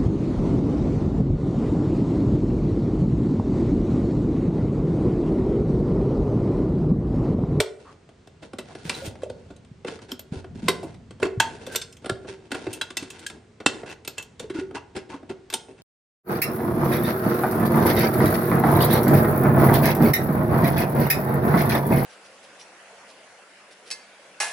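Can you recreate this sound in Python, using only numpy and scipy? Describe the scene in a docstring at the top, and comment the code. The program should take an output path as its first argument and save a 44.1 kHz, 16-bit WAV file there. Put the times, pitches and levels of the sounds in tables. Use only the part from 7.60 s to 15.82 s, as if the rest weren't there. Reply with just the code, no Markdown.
'''A hollow thump and a short clank: a cardboard canister is set down on a stone kitchen counter.
Then a hand-held can opener works round its metal end. With each push of the key the wheel grinds,
slips and squeaks along the rim and the tube groans; the lid snaps, rasps and sings as it is cut.
The tube knocks in a gloved hand that rumbles as it shifts its hold. The kitchen reflects the
contacts, and a quiet, steady hiss lies underneath.'''
import sys
import numpy as np
from scipy import signal
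from scipy.fft import rfft, irfft, next_fast_len
from scipy.io import wavfile

SR = 44100
rng = np.random.default_rng(int(sys.argv[2]) if len(sys.argv) > 2 else 0)


def dump(signal):
    """Clip the signal to [-1, 1] and save it as 16-bit WAV at the path in sys.argv[1]."""
    limited = np.clip(np.atleast_2d(signal).T, -1, 1)
    pcm = np.round(limited * 32767).astype(np.int16)
    wavfile.write(sys.argv[1], SR, pcm)


N = 362502
CUTOFF_HZ = 15800
ATTACK_S = 0.011  # wheel and blade take this long to bite


def from_db(db):
    """Decibels to gain."""
    return 10 ** (np.asarray(db) / 20)


def rms_one(x):
    """Scale to rms 1."""
    return x / np.sqrt(np.mean(x ** 2) + 1e-20)


def seconds(length):
    """A time axis."""
    return np.arange(int(length * SR)) / SR


def band(x, low_hz, high_hz, order=3):
    """Causal band-pass."""
    sos = signal.butter(order, [low_hz, min(high_hz, .45 * SR)], "band", fs=SR, output="sos")
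    return signal.sosfilt(sos, x + 1e-18)


def add(track, s, sound):
    """Mix a sound in at time s."""
    start = max(0, int(s * SR))
    track[..., start:start + sound.shape[-1]] += sound[..., :N - start]


def stereo(pair, side_db):
    """Two unrelated signals, taken as mid and side, become left and right."""
    return pair[0] + from_db(side_db) * pair[1] * np.array([[1], [-1]])


def coloured(x, spectrum):
    """EQ a steady noise to a curve of (f/Hz, level/dB) points; rms 1."""
    hz, db = np.transpose(spectrum)
    size = next_fast_len(N)
    freqs = np.maximum(np.fft.rfftfreq(size, 1 / SR), 1)
    gain = from_db(np.interp(np.log(freqs), np.log(hz), db, left=-90, right=-90))
    return rms_one(irfft(rfft(x, size) * gain)[..., :N])


def resonance(x, hz, width_hz):
    """One resonance, with gain 1 at its peak."""
    r = np.exp(-np.pi * width_hz / SR)
    gain = (1 - r * r) / 2
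    return signal.lfilter([gain, 0, -gain], [1, -2 * r * np.cos(2 * np.pi * hz / SR), r * r], x + 1e-18)


def burst(t, decay_s, build_s=0.0014):
    """A quick build-up and an exponential decay."""
    return np.clip(t / build_s, 0, 1) ** 2 * np.exp(-np.maximum(t - build_s, 0) / decay_s)


def canister(x, ring_db, spot_db=0):
    """A contact plus the resonances it excites; spot_db lets each spot on the rim favour its own."""
    # resonances of tube, lid and opener: f/Hz, width/Hz, level/dB
    modes = [(249.2, 20, 10), (320.4, 35.5, 9), (372.7, 7.4, 11.5), (422, 30, 3.5), (768, 17, 3),
             (912, 70, 7), (1007, 110, 5), (1417, 76, 6), (1627, 81, 2.5), (2053, 280, -2.5),
             (2656, 84, 7.5), (3178, 220, 5), (3540, 110, 5), (3910, 48, 6), (4376, 73, 0), (5153, 48, 2),
             (5740, 81, 7.5), (6300, 110, 6), (6900, 110, 4.5), (7510, 140, 2.5), (8360, 170, 2),
             (9415, 780, 10.5)]
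    spots = spot_db * rng.standard_normal((x.shape[-2], len(modes), 1))
    return x + sum(from_db(db + ring_db + spots[:, k]) * resonance(x, hz, width)
                   for k, (hz, width, db) in enumerate(modes))


def snaps(grit_db=3.5, tear_s=0.0027, tear_db=-4, chatter_db=-4, seam_share=0.28):
    """Each slip is a burst of tiny fractures: the metal snaps, tears again and the tool chatters."""
    # steel snaps on the rim: t/s, level/dB, tube offset/dB, steel offset/dB, sizzle offset/dB, decay/s
    hits = [(0.001, -25.5, -6, -0.5, -9, 0.002), (0.489, -58.5, 7.5, -6.5, -40, 0.0014),
            (0.672, -57, 6.5, -2, -19, 0.0013), (0.826, -47.5, 2, -8, -30, 0.0053),
            (0.932, -47, 11.5, -6.5, -40, 0.0021), (0.984, -37, 2.5, -4, -16, 0.0048),
            (1.15, -43.5, 5, -7, -40, 0.0015), (1.2941, -27, -9, -3, -29, 0.0014),
            (1.348, -46, -12, -1, -10, 0.0013), (1.553, -51, 5.5, -9.5, -40, 0.0018),
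            (1.618, -48.5, 0, -8, -42, 0.0078), (1.632, -49.5, 0, -1.5, -38, 0.0044),
            (1.697, -47.5, 8, -4, -44, 0.0017), (1.902, -55.5, 13.5, -5, -39, 0.014),
            (1.962, -66.5, -8, 5, -35, 0.0013), (2.047, -62.5, -1, -3, -43, 0.00075),
            (2.246, -41, 6.5, -10, -45, 0.0012), (2.2802, -35, 0, -12.5, -42, 0.00045),
            (2.389, -48, -2, -12, -40, 0.0006), (2.516, -42, -3.5, -0.5, 1.5, 0.0014),
            (2.5923, -50.5, 1, 3, 11.5, 0.00095), (2.842, -47, 6.5, -13.5, -40, 0.0016),
            (3.082, -21.5, -1, -3, -10, 0.0071), (3.229, -56, 23, 2.5, -7, 0.014),
            (3.342, -54.5, -2, -6.5, -32, 0.0035), (3.506, -51, 5.5, -4, -51, 0.0028),
            (3.598, -49, 7.5, -5.5, -44, 0.0034), (3.627, -24, -6.5, -10, -32, 0.0026),
            (3.651, -33, 2, -12, -40, 0.0062), (3.7987, -20, -13.5, -2, -15, 0.0035),
            (4.064, -42.5, -4, -1.5, -10, 0.0043), (4.148, -33.5, -5.5, -8, -30, 0.002),
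            (4.157, -33.5, -20, 6, 7, 0.0021), (4.214, -41.5, -32, 3.5, -16, 0.0083),
            (4.324, -64.5, -12, 9.5, 0.5, 0.0036), (4.367, -62, -8, 4.5, -6, 0.0021),
            (4.443, -44.5, 7, -8, -40, 0.0041), (4.457, -38, 4, -6, -40, 0.0051),
            (4.494, -33, 5, -2.5, -27, 0.0018), (4.645, -52, 12, -15, -40, 0.014),
            (4.9157, -30, -3, -6.5, -23, 0.0018), (4.944, -34, 0.5, -7, -28, 0.011),
            (5.066, -37, 5.5, -12, -45, 0.003), (5.128, -49, -15, 8.5, 6, 0.014),
            (5.212, -30, -11.5, -3, -18, 0.0029), (5.303, -40, -2, -5, -42, 0.0012),
            (5.368, -35, -5, 4, -5, 0.0035), (5.423, -43.5, 2, -2.5, -37, 0.0095),
            (5.501, -47.5, -13, 3, -7, 0.0055), (5.591, -58, -11, 5.5, -8, 0.0063),
            (5.663, -47.5, -27, 8.5, -1, 0.0041), (5.698, -42, -16, -4, -39, 0.0015),
            (6.001, -42.5, 4, -9, -35.5, 0.0046), (6.0599, -22.5, -4, 0, -33, 0.0022),
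            (6.232, -43.5, 7.5, -16, -31, 0.0015), (6.448, -50, -3.5, 1.5, -37, 0.0005),
            (6.475, -39.5, 0.5, 2.5, 5, 0.0027), (6.58, -44.5, 1, 6, -5, 0.0034),
            (6.624, -55, -14, 5.5, 4, 0.0024), (6.795, -42.5, -9.5, 1.5, -17, 0.0029),
            (6.897, -39.5, -10, -8.5, -43, 0.0097), (7.109, -52, 10, -11.5, -38, 0.00088),
            (7.362, -37.5, 1.5, -5.5, -45, 0.005), (7.628, -55.5, 15.5, -15, -37, 0.0021),
            (7.693, -46.5, -8.5, -8.5, -36, 0.004), (7.709, -48.5, 10.5, -16, -40, 0.0011),
            (7.9, -40.5, -13.5, -2.5, -6, 0.0006), (7.925, -38, -1.5, -3.5, -9, 0.007),
            (7.937, -36, 0, 7, -1, 0.0017)]
    # bands a contact shakes, from tube to cutting edge: low/Hz, high/Hz, trim/dB, side/dB
    parts = [(87, 257, -7.5, -20.5), (228, 687, 0.5, -25), (727, 1155, -6.5, -14), (1374, 2200, -6, -14.5),
             (2430, 5470, 1, -10), (5094, 8480, 1.5, -9), (12360, 13500, -6, -4)]
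    starts, level, tube, steel, sizzle, decay_s = np.transpose(hits)
    seam = seam_share * tube  # where the lid joins the tube
    edge = -2.5 + 1.455 * steel  # the cutting edge brightens faster than the steel
    offsets_db = [tube, tube, seam, 0, steel, edge, sizzle]
    t, out = seconds(.15), np.zeros((2, N))
    decay_s = np.maximum(decay_s, .0005)[:, None]
    tear = from_db(tear_db) * burst(t - tear_s, decay_s)
    chatter = from_db(chatter_db) * burst(t, 0.009 + 2.3 * np.minimum(decay_s, .004))
    envelope = burst(t, decay_s) + tear + chatter
    shape = (2, len(starts), len(t))
    grit = rng.standard_normal(shape) * from_db(grit_db * rng.standard_normal(shape[1:]))
    fractures = canister(grit * envelope, ring_db=-3.0, spot_db=5)
    sounds = 0
    for (low, high, trim_db, side_db), offset_db in zip(parts, offsets_db):
        part = band(fractures, low, high)
        attack_rms = np.sqrt(np.mean(part[..., :int(.02 * SR)] ** 2, axis=-1, keepdims=True))
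        mid, side = part / attack_rms * from_db(level + offset_db + trim_db)[:, None]
        side = side * from_db(side_db)
        sounds = sounds + np.stack([mid + side, mid - side], axis=1)
    for start, sound in zip(starts, sounds):
        add(out, start, sound)
    return out


def knocks(swell_s=0.0027, sag=0.072, sag_s=0.011, overtone_ratio=1.3, overtone_db=-18.5):
    """A soft blow swells and dies in a few cycles, going flat as the grip eases; the tube hums on."""
    # hollow knocks of the tube on hand and counter: t/s, level/dB, f/Hz, decay/cycles
    blows = [(0.001, -14, 432.5, 5.7), (0.002, -18.5, 590, 4.9), (0.006, -26, 100, 0.76),
             (1.252, -29, 169, 2.4), (1.419, -30.5, 546.5, 10.6), (1.476, -27, 101, 1.55),
             (1.633, -17, 518, 1.23), (1.66, -30.5, 596, 3), (1.699, -27.5, 505, 3.7),
             (2.113, -31.5, 126, 0.76), (2.247, -25, 476, 5), (2.322, -30.5, 453, 4.4),
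             (2.522, -29.5, 259, 4.8), (2.721, -19.5, 159, 0.66), (2.765, -26, 84, 1.6),
             (2.957, -27.5, 233, 0.86), (3.03, -22.5, 221, 2.5), (3.046, -24, 173.4, 5.2),
             (3.087, -20, 418, 5.8), (3.628, -9, 420, 1.53), (3.65, -21, 386.6, 4.6), (3.774, -20, 116, 2),
             (4.071, -28.5, 518, 3.9), (4.155, -29, 459, 5.1), (4.499, -19, 338, 1.2),
             (4.517, -24, 121, 1.3), (4.69, -35.5, 402, 6.3), (4.924, -27.5, 277, 2.5),
             (5.069, -23, 329, 4.1), (5.079, -30, 112, 1.6), (5.424, -27, 295, 1.1),
             (6.062, -13.5, 295, 1.33), (6.8, -29.5, 481, 4.2), (6.84, -30, 442, 5.3),
             (6.902, -21.5, 350, 2.2), (6.95, -23.5, 327.5, 8.4), (6.986, -18.5, 305, 1.9),
             (7.009, -28.5, 383, 15), (7.366, -37.5, 357, 3.6), (7.541, -30, 283, 2.6),
             (7.629, -41.5, 370, 2), (7.707, -29, 323, 1.5)]
    # hum of the tube's air and walls: f/Hz, width/Hz, level/dB
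    hum = [(242, 5.8, -2.5), (383.5, 4.8, 6), (434.5, 11, -11.5)]
    t, out = seconds(0.12), np.zeros(N)
    for s, db, hz, cycles in blows:
        envelope = (1 - np.exp(-(t / swell_s) ** 2)) * np.exp(-t * hz / cycles)
        pitch = hz * (1 + sag * (np.exp(-t / sag_s) - .5))
        phase = 2 * np.pi * np.cumsum(pitch) / SR
        tone = np.sin(phase) + from_db(overtone_db) * np.sin(overtone_ratio * phase)
        add(out, s, from_db(db) * envelope / envelope.max() * tone)
    return out + sum(from_db(db) * resonance(out, hz, width) for hz, width, db in hum)


def lid_rings(split=0.021, twin_db=-10.0, rattle_hz=260, rattle_db=4.0, wobble=0.14, sag_per_s=0.25):
    """The dented lid springs free and rings in close pairs of modes, rattling against the blade."""
    # clanks, pitched by the cut and the grip: t/s, f/Hz, level/dB, t60/s
    clanks = [(0.001, 1840, -10, 0.018), (0.001, 2300, -14.5, 0.02), (1.297, 2695, -26, 0.078),
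              (1.297, 2370, -22, 0.035), (2.284, 3050, -24.5, 0.016), (2.518, 3130, -28, 0.022),
              (2.518, 5270, -34, 0.045), (3.082, 1039, -18, 0.11), (3.083, 2060, -23.5, 0.12),
              (3.082, 2625, -16.5, 0.048), (3.084, 3810, -17, 0.073), (3.626, 1450, -20, 0.069),
              (3.801, 909, -22, 0.27), (3.8, 1516, -14.5, 0.051), (3.802, 1634, -19, 0.06),
              (4.216, 3590, -26, 0.045), (4.494, 1386, -26, 0.089), (4.496, 1700, -27.5, 0.047),
              (4.917, 1450, -32, 0.042), (4.944, 1420, -27.5, 0.046), (5.212, 1580, -25, 0.073),
              (5.213, 3274, -22, 0.06), (5.212, 3950, -25, 0.08), (5.371, 2630, -33.5, 0.12),
              (5.37, 1970, -32.5, 0.055), (5.37, 5070, -28.5, 0.084), (5.664, 1630, -30, 0.074),
              (5.665, 3170, -35, 0.078), (6.063, 2660, -15.5, 0.068), (6.062, 810, -9.5, 0.018),
              (6.062, 1000, -12, 0.02), (6.061, 1435, -14, 0.037), (6.062, 1974, -14.5, 0.028),
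              (6.475, 2610, -27, 0.053), (6.582, 2655, -29.5, 0.13), (6.58, 1670, -34, 0.05),
              (7.941, 886, -31.5, 0.14), (7.939, 3610, -23, 0.025), (7.938, 4530, -29, 0.036)]
    t, out = seconds(.35), np.zeros((2, N))
    attack = 1 - np.exp(-t / 0.00076)
    for s, hz, db, t60 in clanks:
        shake, bend = (np.interp(t * rattle_hz, np.arange(128), row)
                       for row in rng.standard_normal((2, 128)))
        pitch = hz * (1 - sag_per_s * (t - t60 / 8))  # falls as the bent lid relaxes
        wander = wobble * np.cumsum(bend) * rattle_hz / SR
        ear_phase = 0.14 * rng.choice([-1, 1]) * np.array([[1], [-1]])
        phase = 2 * np.pi * np.cumsum(pitch) / SR + wander + ear_phase
        pair = np.sin(phase) + from_db(twin_db) * np.sin((1 + split) * phase)
        add(out, s, from_db(db - 60 * t / t60 + rattle_db * shake) * attack * pair)
    return out


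def kitchen(x, side_db=-8.0, onset_s=0.0047):
    """Reflections from counter and walls: a short noise tail in each band."""
    # reverb bands: low/Hz, high/Hz, t60/s, level/dB
    tails = [(59.2, 212, 0.55, -32), (271, 750, 0.5, -23.5), (744, 2130, 0.42, -21.5),
             (2340, 7060, 0.28, -17.5), (6460, 10400, 0.47, -25.5)]
    t, response = seconds(0.57), 0
    onset = 1 - np.exp(-(t / onset_s) ** 2)
    for low, high, t60, db in tails:
        tail = band(rng.standard_normal((2, len(t))), low, high) * from_db(-60 * t / t60) * onset
        response = response + from_db(db) * tail / np.sqrt(np.sum(tail ** 2, axis=1, keepdims=True))
    return signal.fftconvolve(x.mean(axis=0)[None], stereo(response, side_db), axes=1)[:, :N]


def glove(groan, rest_db=-10.5, push_db=-16, side_db=-22.0, widening=0.9):
    """The glove rumbles as it shifts its hold on the tube and presses harder with each push."""
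    # weight of the shifting hold: t/s, level/dB
    grip = [(0.05, -50), (0.59, -46), (1.32, -39), (1.43, -37.5), (2.02, -39.5), (2.7, -44.5), (2.93, -31),
            (3.5, -37), (3.77, -39), (4.23, -41.5), (4.43, -45), (6.04, -45.5), (6.18, -48), (6.52, -46),
            (6.97, -37.5), (7.27, -45), (7.68, -47), (8.2, -47)]
    # spectrum of the rumble: f/Hz, level/dB
    rumble_eq = [(15, -53.5), (25, -14.5), (65, 3), (81, 8), (260, 1.5), (340, -38), (570, -120)]
    times, levels = np.transpose(grip)
    grip_db = np.interp(np.arange(N) / SR, times, levels)
    hold = from_db(rest_db + grip_db) + from_db(push_db) * groan
    width_db = side_db + widening * (grip_db - levels.mean())  # a heavier rub sounds wider
    return hold * stereo(coloured(rng.standard_normal((2, N)), rumble_eq), width_db)


def background_hiss(level_db=-59.5, side_db=-5.5, wide_above_hz=320):
    """Quiet, steady background hiss, with its bass mixed to the centre."""
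    # spectrum of the hiss: f/Hz, level/dB
    hiss_eq = [(15, -31.5), (25, 2), (80, -15), (138, -13.5), (397, 7.5), (555, -3), (1240, -8.5),
               (2610, -12), (8800, -23), (9760, -30.5), (12000, -75.5), (22000, -120)]
    mid, side = coloured(rng.standard_normal((2, N)), hiss_eq)
    return from_db(level_db) * stereo([mid, band(side, wide_above_hz, CUTOFF_HZ, order=2)], side_db)


def key_pushes(ease_db=0.5, release_s=0.017, judder_hz=34.6, judder_db=3):
    """Grind and groan envelopes: each push bites, eases and lets go; the wheel catches unevenly."""
    # pushes that drag the wheel along the rim: t/s, length/s, grind/dB, groan/dB
    pushes = [(0.192, 0.15, -58, -51), (0.817, 0.038, -50, -41), (1.045, 0.27, -56.5, -55),
              (1.242, 0.18, -48, -45.5), (1.437, 0.041, -44.5, -35.5), (1.493, 0.4, -64.5, -54.5),
              (2.26, 0.1, -46, -42.5), (2.411, 0.015, -45.5, -40), (2.48, 0.061, -53, -49.5),
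              (2.715, 0.088, -49.5, -41), (2.944, 0.056, -54.5, -47), (3.019, 0.11, -45, -38.5),
              (3.136, 0.19, -57, -53.5), (3.614, 0.044, -39.5, -27), (3.833, 0.22, -52.5, -45.5),
              (4.072, 0.075, -50, -42.5), (4.415, 0.048, -57, -47), (4.53, 0.34, -63.5, -54.5),
              (4.669, 0.026, -41, -39), (4.903, 0.27, -49.5, -43), (5.384, 0.28, -52.5, -51),
              (5.689, 0.091, -63, -47.5), (6.13, 0.083, -53, -45), (6.256, 0.054, -44.5, -42),
              (6.571, 0.031, -45.5, -67), (6.788, 0.055, -49, -37), (6.937, 0.069, -45.5, -43.5),
              (7.143, 0.027, -41.5, -36), (7.349, 0.036, -44, -34), (7.491, 0.064, -47.5, -39),
              (7.689, 0.016, -44.5, -33.5), (8.079, 0.037, -61, -45), (8.178, 0.029, -54.5, -49.5)]
    t, out = seconds(.6), np.zeros((2, N))
    for s, length, grind_db, groan_db in pushes:
        held = np.minimum(t / ATTACK_S, 1) * from_db(ease_db * (1 - np.minimum(t / length, 1)))
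        release = np.exp(-np.maximum(t - length, 0) / release_s)
        add(out, s, from_db([[grind_db], [groan_db]]) * held * release)
    catches = np.interp(np.arange(N) / SR * judder_hz, np.arange(N), rng.standard_normal(N))
    return out * from_db(judder_db * catches)


def friction(per_s, spread_db, smooth_db):
    """Stick and slip: random grains of uneven size over a smooth rub, as two unrelated signals."""
    slips = rng.random(N) < per_s / SR
    sizes = from_db(spread_db * np.minimum(rng.exponential(1, N), 4))
    grains = rms_one(slips * sizes * rng.standard_normal((2, N)))
    return grains + from_db(smooth_db) * rng.standard_normal((2, N))


def tube_moan(slips, width_hz=75):
    """Friction drives a resonance of the squeezed tube, which shifts with the grip."""
    # glide of the resonance: t/s, f/Hz
    glide = [(0, 470), (1.1, 473), (1.7, 523), (2.3, 440), (3.1, 336), (3.65, 398), (4.1, 486), (4.55, 330),
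             (5.3, 319), (6.2, 367), (7.0, 368), (8.2, 343)]
    pitch = np.interp(np.arange(N) / SR, *np.transpose(glide))
    carrier = np.exp(2j * np.pi * np.cumsum(pitch) / SR)
    # shift down, low-pass, shift back: a band that follows the pitch
    lowpassed = signal.lfilter([1], [1, -np.exp(-np.pi * width_hz / SR)], slips / carrier)
    return rms_one(band(np.real(carrier * lowpassed), 207, 720, order=2))


def wheel(grind, groan, rim_db=-2.0, crunch_db=-17, crunch_db_per_s=2, hollow_db=-3.0, moan_db=-9.0):
    """The wheel grinds along the rim, the loosened lid crunches, and the hollow tube groans."""
    # EQ curve for the grinding: f/Hz, level/dB
    rim_eq = [(350, -25.5), (600, -6.5), (1260, 3.5), (1450, 9.5), (1810, 2), (3000, 0.5), (4500, 1.5),
              (9620, -10.5), (11200, -41.5), (15000, -40)]
    # spectrum of the lid's crunch: f/Hz, level/dB
    crunch_eq = [(550, -27), (800, 8.5), (1050, 4), (1300, -7), (1600, 4.5), (2700, 4), (4000, -25),
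                 (9000, -59.5)]
    t = np.arange(N) / SR
    slips = friction(per_s=1800, spread_db=2.0, smooth_db=-5.0)
    rim = from_db(rim_db) * stereo(coloured(canister(slips, ring_db=-8.5), rim_eq), side_db=-4.0)
    shaken = canister(slips, ring_db=-2.5)
    looseness = from_db(crunch_db + crunch_db_per_s * t)  # the lengthening cut frees the lid
    crunch = looseness * stereo(coloured(shaken, crunch_eq), side_db=-27.5)
    hollow = from_db(hollow_db) * stereo(rms_one(band(shaken, 200, 692, order=2)), side_db=-21.5)
    return grind * (rim + crunch) + groan * (hollow + from_db(moan_db) * tube_moan(slips))


def squeaks():
    """Steel drags on the lid: stick and slip gathers round one pitch, swelling and fading."""
    # squeaking drags: t/s, length/s, f/Hz, width/Hz, level/dB
    drags = [(0.241, 0.094, 1090, 517, -50), (1.082, 0.05, 745, 447, -46), (1.337, 0.029, 4000, 300, -39),
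             (4.063, 0.18, 1576, 129, -44.5), (6.268, 0.071, 2680, 130, -46.5),
             (6.79, 0.043, 2760, 170, -60), (6.953, 0.042, 1420, 149, -43.5),
             (6.957, 0.061, 2670, 130, -55), (7.142, 0.053, 896, 329, -37), (7.151, 0.047, 2670, 160, -44),
             (7.5, 0.069, 950, 301, -40)]
    t, out = seconds(.3), np.zeros(N)
    for s, length, hz, width, db in drags:
        rub = rng.standard_normal(len(t))
        tone = rms_one(resonance(resonance(rub, hz, width), hz, width))
        swell = np.sin(np.pi * np.minimum(t / length, 1))
        add(out, s, from_db(db) * tone * swell)
    return out


def rasp(release_s=0.018):
    """The blade tears steadily through the lid: very dense, bright slips."""
    # strokes of the blade through the steel: t/s, length/s, level/dB
    strokes = [(1.24, 0.056, -53), (1.303, .06, -52), (1.358, 0.05, -52.5), (1.42, 0.049, -51),
               (1.447, 0.02, -42.5), (4.115, 0.036, -43.5), (6.286, 0.02, -53)]
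    # bright rasp of the blade up to about 10 kHz, plus a thin, separate high hiss: f/Hz, level/dB
    rasp_and_hiss_eq = [(900, -18), (1700, 4), (2800, 8), (4200, 6), (6000, 3), (9800, 3.5), (11200, -45),
                        (13500, 5.5), (15500, -51)]
    t, force = seconds(.2), np.zeros(N)
    for s, length, db in strokes:
        release = np.exp(-np.maximum(t - length, 0) / release_s)
        add(force, s, from_db(db) * np.minimum(t / ATTACK_S, 1) * release)
    slips = canister(friction(per_s=4000, spread_db=-0.5, smooth_db=-4.0), ring_db=-13.0)
    return force * stereo(coloured(slips, rasp_and_hiss_eq), side_db=-6.0)


def scene(lid_send_db=-4.0, tube_send_db=-2.0):
    """Close contacts, their reflections, the glove and the background hiss, leaning slightly right."""
    grind, groan = key_pushes()
    steel = snaps() + squeaks() + rasp() + wheel(grind, groan)
    lid, tube = lid_rings(), knocks()
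    # the lid faces the listener and the hand muffles the tube, so both stir the room less
    room = kitchen(steel + from_db(lid_send_db) * lid + from_db(tube_send_db) * tube)
    return (steel + lid + tube + room + glove(groan) + background_hiss()) * from_db([[-.25], [.25]])


def record(dry):
    """A steep low-pass cuts the very top."""
    return signal.sosfilt(signal.ellip(10, .1, 80, CUTOFF_HZ, fs=SR, output="sos"), dry)


dry = scene()
out = record(dry)
dump(out)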